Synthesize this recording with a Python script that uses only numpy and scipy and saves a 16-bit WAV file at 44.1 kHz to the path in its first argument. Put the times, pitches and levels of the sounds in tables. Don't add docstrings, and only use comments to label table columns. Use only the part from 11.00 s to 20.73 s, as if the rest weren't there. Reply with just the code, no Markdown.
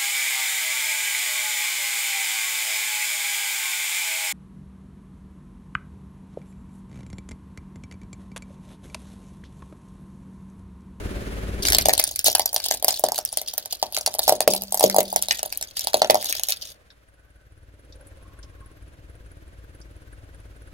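import sys
import numpy as np
from scipy import signal
from scipy.io import wavfile
from scipy.ndimage import uniform_filter1d

SR = 44100
rng = np.random.default_rng(int(sys.argv[2]) if len(sys.argv) > 2 else 0)


def log_audio(samples):
    frames = np.atleast_2d(samples).T
    limited = np.clip(frames, -1, 1)
    pcm = np.round(limited * 32767).astype(np.int16)
    wavfile.write(sys.argv[1], SR, pcm)


N = 429093
TIME = np.arange(N) / SR
FIRING_HZ = 18.4
CONTACT_START_S, CONTACT_END_S = .62, 5.7

# start_s [s], snap_peak_db [dB], treble_db [dB, share of treble], knock_db [dB]
LOUD_BREAKS = [(0.6516, -10, -20.5, -40), (0.6835, -6.5, -17, -39), (0.7016, -8.5, -13.5, -36.5),
               (0.7215, -5, -14.5, -39), (0.731, -7, -10, -31), (0.7475, 1, -11.5, -25.5),
               (0.7835, 1, -11, -23.5), (0.8565, -4.5, -15.5, -16), (0.8846, -5, -8, -11.5),
               (0.8939, -6.5, -16.5, -16.5), (0.935, -1, -8.5, -26.5), (0.9776, -9.5, -7.5, -35),
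               (0.9961, -1.5, -11, -25), (1.0388, -3.5, -9.5, -37), (1.1586, -11, -7, -49.5),
               (1.1916, -8, -9.5, -49), (1.2426, -5.5, -7, -36.5), (1.267, -6, -10, -25),
               (1.2821, -5.5, -11, -18), (1.3501, 1, -11.5, -21), (1.3956, -4.5, -11, -18),
               (1.4571, -5.5, -11, -30), (1.5426, -7.5, -4.5, -31), (1.5625, -6, -16.5, -25),
               (1.71, -5.5, -12.5, -20.5), (1.8255, -13, -7.5, -27), (1.8444, -3.5, -8.5, -23),
               (1.8814, -0.5, -12.5, -18.5), (1.9066, -10, -14, -34), (1.9945, -11.5, -2, -31.5),
               (2.0386, -5, -10, -10.5), (2.0858, -13, -11, -24.5), (2.1197, -9.5, -8.5, -23.5),
               (2.1792, -12, -10, -34), (2.1873, -12, -11.5, -25.5), (2.2506, -8, -4, -58.5),
               (2.372, -5, -6.5, -30), (2.579, -8.5, -8.5, -32.5), (2.827, -9, -16, -16),
               (2.966, -10.5, -16.5, -58.5), (2.9742, -14.5, -13, -27), (3.0616, -6, -11.5, -33),
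               (3.0749, -10, -12.5, -20.5), (3.1494, -17.5, -6.5, -29), (3.1918, -4.5, -10.5, -22),
               (3.2787, -4, -12.5, -13), (3.2932, 2.5, -7, -10), (3.3224, -12.5, -13, -11),
               (3.4053, -6, -12.5, -16.5), (3.476, 2, -11, -6), (3.5359, -5.5, -9.5, -25.5),
               (3.5478, -11.5, -2, -25), (3.6203, -14.5, -8.5, -36), (3.7231, -7.5, -4, -28),
               (3.744, -6.5, -6.5, -21.5), (3.7949, -6.5, -7.5, -26.5), (3.8079, -8.5, -11.5, -17),
               (3.8266, -10.5, -6, -16), (3.8392, -2.5, -13, -4.5), (3.8976, -8.5, -11.5, -34),
               (3.9444, -12, -9, -18), (3.9626, -6.5, -10.5, -13), (3.9837, -4.5, -11.5, -8),
               (4.0038, -9, -10.5, -25.5), (4.1274, -16, -1.5, -22), (4.1608, -3, -10, -17),
               (4.2233, -7, -8.5, -42), (4.2845, -13, -12.5, -31), (4.3088, -5, -22, -28.5),
               (4.4298, -9, -8.5, -26.5), (4.459, -17, 3, -33), (4.5246, -14.5, -10.5, -39.5),
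               (4.5735, -10.5, -3, -51), (4.6249, -14.5, -11.5, -45), (4.793, -11, -9, -48),
               (4.8709, -9.5, -12, -25), (4.9424, -5.5, -15, -11), (5.0179, -4, -15, -10),
               (5.0453, -15.5, -19.5, -20), (5.0983, -6, -18.5, -8), (5.1067, -7.5, -9.5, -20),
               (5.1442, -9.5, -9, -13.5), (5.1541, -14.5, -14, -15.5), (5.296, -13.5, -7, -41),
               (5.3247, -10, -11.5, -50), (5.4346, -9, -9.5, -44), (5.4853, -10, -9.5, -40),
               (5.5031, -11, -6, -45), (5.5215, -10, -14, -58)]
# frequency_hz [Hz], density_db [dB per Hz]
SPLINTER_SPECTRUM = [(100, -37), (300, -19.5), (680, -7.5), (1250, -23.5), (2400, -15), (3400, 2.5),
                     (4600, 2), (8200, -4.5), (10000, -2.5), (16000, -9)]
# time_s [s], left_ear_lag_ms [ms],
# facing [0-1, how far the wedge under the tread faces the microphone]
BREAK_PLACE = [(.75, -.23, 0.36), (1.3, -0.17, 0), (2.5, 0.056, 0), (3.8, 0.14, 0), (4.3, .25, 0.6),
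               (4.7, 0.3, 0.52), (5.4, .31, 0.97)]


def gain_of(db):
    return 10 ** (np.asarray(db) / 20)


def evened(x):
    return x / np.sqrt(np.mean(x ** 2) + 1e-20)


def read(points, hz):
    f, value = np.transpose(points)
    return np.interp(np.log(hz + 1), np.log(f + 1), value)


def follow(rows, t):
    s, *columns = np.transpose(rows)
    return [np.interp(t, s, column) for column in columns]


def add(mix, s, sound):
    part = mix[:, max(round(s * SR), 0):][:, :sound.shape[1]]
    part += sound[:, :part.shape[1]]


def colour(x, points, extra_db=0, size=2048):
    level_db = read(points, np.fft.rfftfreq(size, 1 / SR)) + extra_db
    log_gain = np.log(gain_of(np.maximum(level_db, -100)))
    circle = np.concatenate([log_gain, log_gain[-2:0:-1]])
    taps = np.fft.ifft(np.exp(signal.hilbert(circle).conj())).real[:size // 2]
    return signal.oaconvolve(x, taps[None], axes=1)[:, :x.shape[1]]


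def pair(length, alike):
    shared = np.sqrt(alike) * rng.standard_normal(length)
    return shared + np.sqrt(1 - alike) * rng.standard_normal((2, length))


def shell_db(depth_db, size=2048, count=35):
    ripple = uniform_filter1d(rng.standard_normal(size // 2 + 1), count)
    return depth_db * evened(uniform_filter1d(ripple, count // 3))


def placed(x, lag_ms):
    at = np.arange(x.shape[1])
    lag = np.round(lag_ms * SR / 1000)
    return np.array([np.interp(at - np.maximum(side * lag, 0), at, channel, left=0)
                     for side, channel in zip((1, -1), x)])


def ring_at(x, hz, width):
    return evened(signal.lfilter(*signal.iirpeak(hz, hz / width, fs=SR), x))


def engine(throb=0.23):
    # time_s [s], exhaust_db [dB], whirr_db [dB]
    engine_levels = [(0, -31, -39), (.8, -32.5, -39.5), (1.05, -49, -64), (1.6, -55.5, -63),
                     (2.5, -62.5, -56), (3.3, -55, -58), (5.6, -57, -56), (6.1, -58.5, -62.5),
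                     (6.6, -51.5, -62), (7.1, -46.5, -56.5), (7.7, -45.5, -57.5), (9.73, -45.5, -55.5)]
    # frequency_hz [Hz], density_db [dB per Hz]
    exhaust_spectrum = [(15, -7), (32, -10), (54, 6), (72, -1), (95, -0.5), (135, -12), (185, -17),
                        (230, -25), (290, -12), (380, -20), (480, -20), (800, -63.5)]
    # frequency_hz [Hz], density_db [dB per Hz]
    whirr_spectrum = [(200, -4), (380, -11), (560, 2.5), (800, -10), (1100, -9), (1550, -6.5),
                      (2300, -10.5), (3200, -15), (4500, -18.5), (8000, -23.5), (9500, -21.5),
                      (12000, -25.5), (16000, -31)]
    # pitch_hz [Hz], width_hz [Hz, the narrower of two cascaded filters], level_db [dB]
    bay_modes = [(192.3, 38, -40.5), (231, 165, -45.5), (375, 52, -39.5), (530, 33, -60)]
    exhaust_db, whirr_db = follow(engine_levels, TIME)
    turns = np.cumsum(FIRING_HZ * (1 + .006 * np.sin(2 * np.pi * .6 * TIME))) / SR
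    pulses = evened(np.diff(turns.astype(int), prepend=0))
    drive = pulses + pair(N, 0.92)
    exhaust = evened(colour(drive, exhaust_spectrum, size=16384))
    exhaust = exhaust * gain_of([[1], [-1]])
    bay = sum(gain_of(db) * ring_at(ring_at(drive, hz, width), hz, 2 * width) for hz, width, db in bay_modes)
    throbbing = pair(N, 0.29) * (1 + throb * np.cos(2 * np.pi * turns))
    whirr = evened(colour(throbbing, whirr_spectrum))
    overhead = np.interp(TIME, [.75, 1], [1, 0])
    clear = np.interp(TIME, [5.7, 6.1], [.15, 1])
    mechanics = whirr + clear * ticks(turns)
    return gain_of(exhaust_db) * exhaust + overhead * bay + gain_of(whirr_db) * mechanics


def ticks(turns, tick_db=-16, tick_s=0.0082, width_hz=450, tappet_db=-9, tappet_hz=1560, tappet_width_hz=200):
    # [dB, added to tick_db]
    injector_tones = [(9200, -1), (10300, -0.5), (9600, -3), (12600, -7.5)]
    firing, since_s = turns.astype(int), (turns % 1) / FIRING_HZ
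    strength = gain_of(3.5 * rng.standard_normal(N)[firing])
    taps = pair(N, 0.46) * np.exp(-since_s / tick_s) * strength
    clack = ring_at(ring_at(taps, tappet_hz, tappet_width_hz), tappet_hz, 2 * tappet_width_hz)
    out = gain_of(tappet_db) * clack
    for k, (hz, db) in enumerate(injector_tones):
        own = taps * (firing % len(injector_tones) == k)
        out += gain_of(db + tick_db) * ring_at(ring_at(own, hz, width_hz), hz, 4 * width_hz)
    return out


def held(start, length, attack_s=0.0055, release_db_per_s=423):
    age = TIME - start
    return np.clip(age / attack_s, 0, 1) * gain_of(-release_db_per_s * np.clip(age - length, 0, .5))


def splintering(bed_db=-48, after_db=-25, after_db_per_s=240):
    # start_s [s], length_s [s], level_db [dB]
    grind_events = [(0.62, 0.081, -25.5), (0.778, 0.061, -31), (.94, .16, -30), (1.249, 0.039, -15.5),
                    (1.616, .13, -27.5), (1.893, 0.071, -30), (2.139, 0.026, -34), (2.32, .04, -35),
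                    (2.47, 0.043, -31), (2.703, 0.021, -27), (2.931, 0.055, -30.5), (3.226, 0.062, -29.5),
                    (3.494, .07, -31.5), (3.823, 0.049, -25.5), (4.06, .06, -38), (4.313, 0.045, -29),
                    (4.754, .11, -33), (5.196, 0.17, -30.5), (5.488, 0.014, -22.5), (5.618, 0.069, -38)]
    power = (gain_of(bed_db) * held(CONTACT_START_S, CONTACT_END_S - CONTACT_START_S)) ** 2
    for start, length, db in grind_events:
        power += (gain_of(db) * held(start, length)) ** 2
    breaks = np.zeros(N)
    for s, peak_db, _, _ in LOUD_BREAKS:
        breaks[round(s * SR)] += gain_of(peak_db + after_db) ** 2
    wake = signal.lfilter([1], [1, -gain_of(-2 * after_db_per_s / SR)], breaks + 1e-20)
    return np.sqrt(power + wake)


def crunch(level, grain_s=0.0037, scrape=0.18, count=10):
    out, keep = np.zeros((2, N)), np.exp(-2 / (grain_s * SR))
    per_s, spread_db = 330, 9
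    for _ in range(count):
        loudness = gain_of(spread_db * np.minimum(rng.exponential(1, N), 2.5))
        clicks = (rng.random(N) < per_s / count / SR) * loudness
        bursts = np.sqrt(signal.lfilter([1], [1, -keep], clicks ** 2 + 1e-12))
        out += colour(pair(N, .65) * bursts, SPLINTER_SPECTRUM, shell_db(5.5))
    out /= np.sqrt(uniform_filter1d((out ** 2).mean(0), SR // 8) + 1e-9)
    scrape_band = signal.butter(2, [3000, 5500], "band", fs=SR, output="sos")
    out += scrape * evened(signal.sosfilt(scrape_band, pair(N, 0.1806)))
    return placed(out * level, follow(BREAK_PLACE, TIME)[0])


def snap(bright_db, tear_s=0.00069, jerk=0.82, size=2048):
    # frequency_hz [Hz], density_db [dB per Hz]
    snap_spectrum = [(100, -43), (500, -30), (1200, -16), (1800, -9), (2400, -9), (3300, -5.5), (4400, 1),
                     (5600, 1.5), (8200, -3), (9600, 1), (13000, -2), (16000, -5.5)]
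    t, hz = np.arange(size) / SR, np.fft.rfftfreq(size, 1 / SR)
    jerks = np.exp(jerk * np.repeat(rng.standard_normal(size // 16), 16))
    age = t / (tear_s * rng.uniform(.6, 1.5))
    rattle = .1 * np.exp(-t / .011)
    tear = pair(size, 0.94) * (age * np.exp(1 - age) + rattle) * jerks
    tilt_db = bright_db * .5 * np.tanh(2 * np.log((hz + 1) / 7000))
    x = colour(tear, snap_spectrum, tilt_db + shell_db(3.12))
    return x / np.sqrt(np.mean(x[:, :220] ** 2))


def knock(db, light_hz=720, heavy_hz=580, swell_s=0.00083, thud_share=0.012, size=2048):
    t = np.arange(size) / SR
    hz = np.interp(db, [-12, -5], [light_hz, heavy_hz]) * (1 + .06 * rng.standard_normal())
    x = t ** 2 * np.exp(-t / swell_s) * np.sin(2 * np.pi * hz * t)
    x = x / np.sqrt(np.mean(x[:220] ** 2))
    thud = thud_share * np.exp(-t / 0.0078) * np.sin(2 * np.pi * hz * rng.uniform(0.43, 1.0) * t)
    return gain_of(db) * np.array([x + thud, x + thud])


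def crack(s, snap_db, bright_db, knock_db, scatter_ms=.08):
    sound = gain_of(snap_db) * snap(bright_db) + knock(knock_db)
    return s, placed(sound, follow(BREAK_PLACE, s)[0] + scatter_ms * rng.standard_normal())


def cracks(crest_db=8, usual_treble_db=-12, tilt_per_db=2.5):
    out = np.zeros((2, N))
    for s, peak_db, treble_db, knock_db in LOUD_BREAKS:
        bright_db = tilt_per_db * (treble_db - usual_treble_db)
        add(out, *crack(s, peak_db - crest_db, bright_db, knock_db))
    return out


def chips(level, clumping=.6, usual_db=-25, spread_db=2, bright_db=8, tint_db=8, knock_db=-14, count=60):
    last_break_s = 5.53
    breaking = (TIME > CONTACT_START_S) * (TIME < last_break_s)
    out, chance = np.zeros((2, N)), np.cumsum(level ** clumping * breaking)
    draws = (np.arange(count) + rng.random(count)) / count
    times = np.interp(draws, chance / chance[-1], TIME)
    for s, (size, tint, hollow) in zip(times, rng.standard_normal((count, 3))):
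        db = usual_db + spread_db * size
        add(out, *crack(s, db, bright_db + tint_db * tint, db + knock_db + spread_db * hollow))
    return out


def wedge(x, horn=2.03):
    middle = signal.sosfilt(signal.butter(1, [1300, 2200], "band", fs=SR, output="sos"), x)
    return x + horn * follow(BREAK_PLACE, TIME)[1] * middle


def underbody(x, wet_db=-11, echo_db=-17, count=12000):
    # frequency_hz [Hz], t60_s [s]
    decay_times = [(200, 0.36), (700, 0.042), (1500, 0.15), (4000, 0.048), (9000, 0.032), (16000, 0.029)]
    taps = pair(count, 0.92) * (rng.random(count) < .12) * (np.arange(count) > .003 * SR)
    hz, t, z = signal.stft(taps, SR, nperseg=128)
    decay = gain_of(-60 * t / read(decay_times, hz)[:, None])
    tail = signal.istft(z * decay, SR, nperseg=128)[1]
    tail *= gain_of(wet_db) / np.linalg.norm(tail[0])
    wet = signal.oaconvolve(x, tail, axes=1)[:, :N]
    dull = signal.sosfilt(signal.butter(1, 2000, fs=SR, output="sos"), x)
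    # [dB, added to echo_db]
    for delay_s, db in [(.0083, -11), (.0135, -9), (.0215, -16), (.031, -12.5)]:
        wet += gain_of(echo_db + db) * np.roll(dull, round(delay_s * SR), 1)
    return wet


def tyre_air(hz=195.0, t60=0.99):
    # start_s [s], level_db [dB]
    heavy_drops = [(3.477, -33), (3.844, -28), (5.03, -58.5)]
    out, t = np.zeros((2, N)), np.arange(SR) / SR
    hum = gain_of(-60 * t / t60) * np.sin(2 * np.pi * hz * t) * (1 - np.exp(-t / 0.002))
    for s, db in heavy_drops:
        add(out, s, gain_of(db) * np.array([hum, hum]))
    return out


def bits(fall_s=0.01, focus_db=22, size=2048):
    # start_s [s], level_db [dB], pitch_hz [Hz]
    flicked = [(5.619, -40, 4680), (5.689, -50, 4110), (5.903, -55.5, 1977), (6.924, -56, 4576),
               (7.069, -56, 9600), (7.429, -54, 5340), (8.814, -58, 6400)]
    out, t, f = np.zeros((2, N)), np.arange(size) / SR, np.fft.rfftfreq(size, 1 / SR)
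    for s, db, hz in flicked:
        octaves_off = np.minimum(abs(np.log2((f + 1) / hz)), 2)
        own_db = shell_db(7.5) - focus_db * octaves_off
        burst = pair(size, 0.13) * np.exp(-t / fall_s)
        add(out, s, gain_of(db) * evened(colour(burst, SPLINTER_SPECTRUM, own_db)))
    return out


def whines(width_hz=45, flutter_db=4):
    # start_s [s], length_s [s], pitch_hz [Hz], level_db [dB]
    rubbing = [(6.046, 0.65, 1516, -70), (6.798, .55, 539, -57.5), (7.045, 0.84, 1077, -62)]
    out = np.zeros((2, N))
    for s, length, hz, db in rubbing:
        noise = pair(round(length * SR), 0.87)
        count = noise.shape[1]
        wander = evened(uniform_filter1d(rng.standard_normal(count), SR // 25))
        tone = evened(ring_at(noise, hz, width_hz) * gain_of(flutter_db * wander))
        add(out, s, gain_of(db) * tone * signal.windows.tukey(count, .7))
    return out


def scene(lowest_hz=115):
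    level = splintering()
    toys = wedge(cracks() + chips(level) + crunch(level)) + bits()
    toys = signal.sosfilt(signal.butter(2, lowest_hz, "high", fs=SR, output="sos"), toys)
    return toys + underbody(toys) + tyre_air() + placed(engine(), -.3) + whines()


def record(dry, edge_hz=16100):
    clipped = np.clip(dry, -1, 1)
    lowpass = signal.firwin(255, edge_hz, window=("kaiser", 7), fs=SR)
    return signal.oaconvolve(clipped, lowpass[None], "same")


dry = scene()
out = record(dry)
log_audio(out)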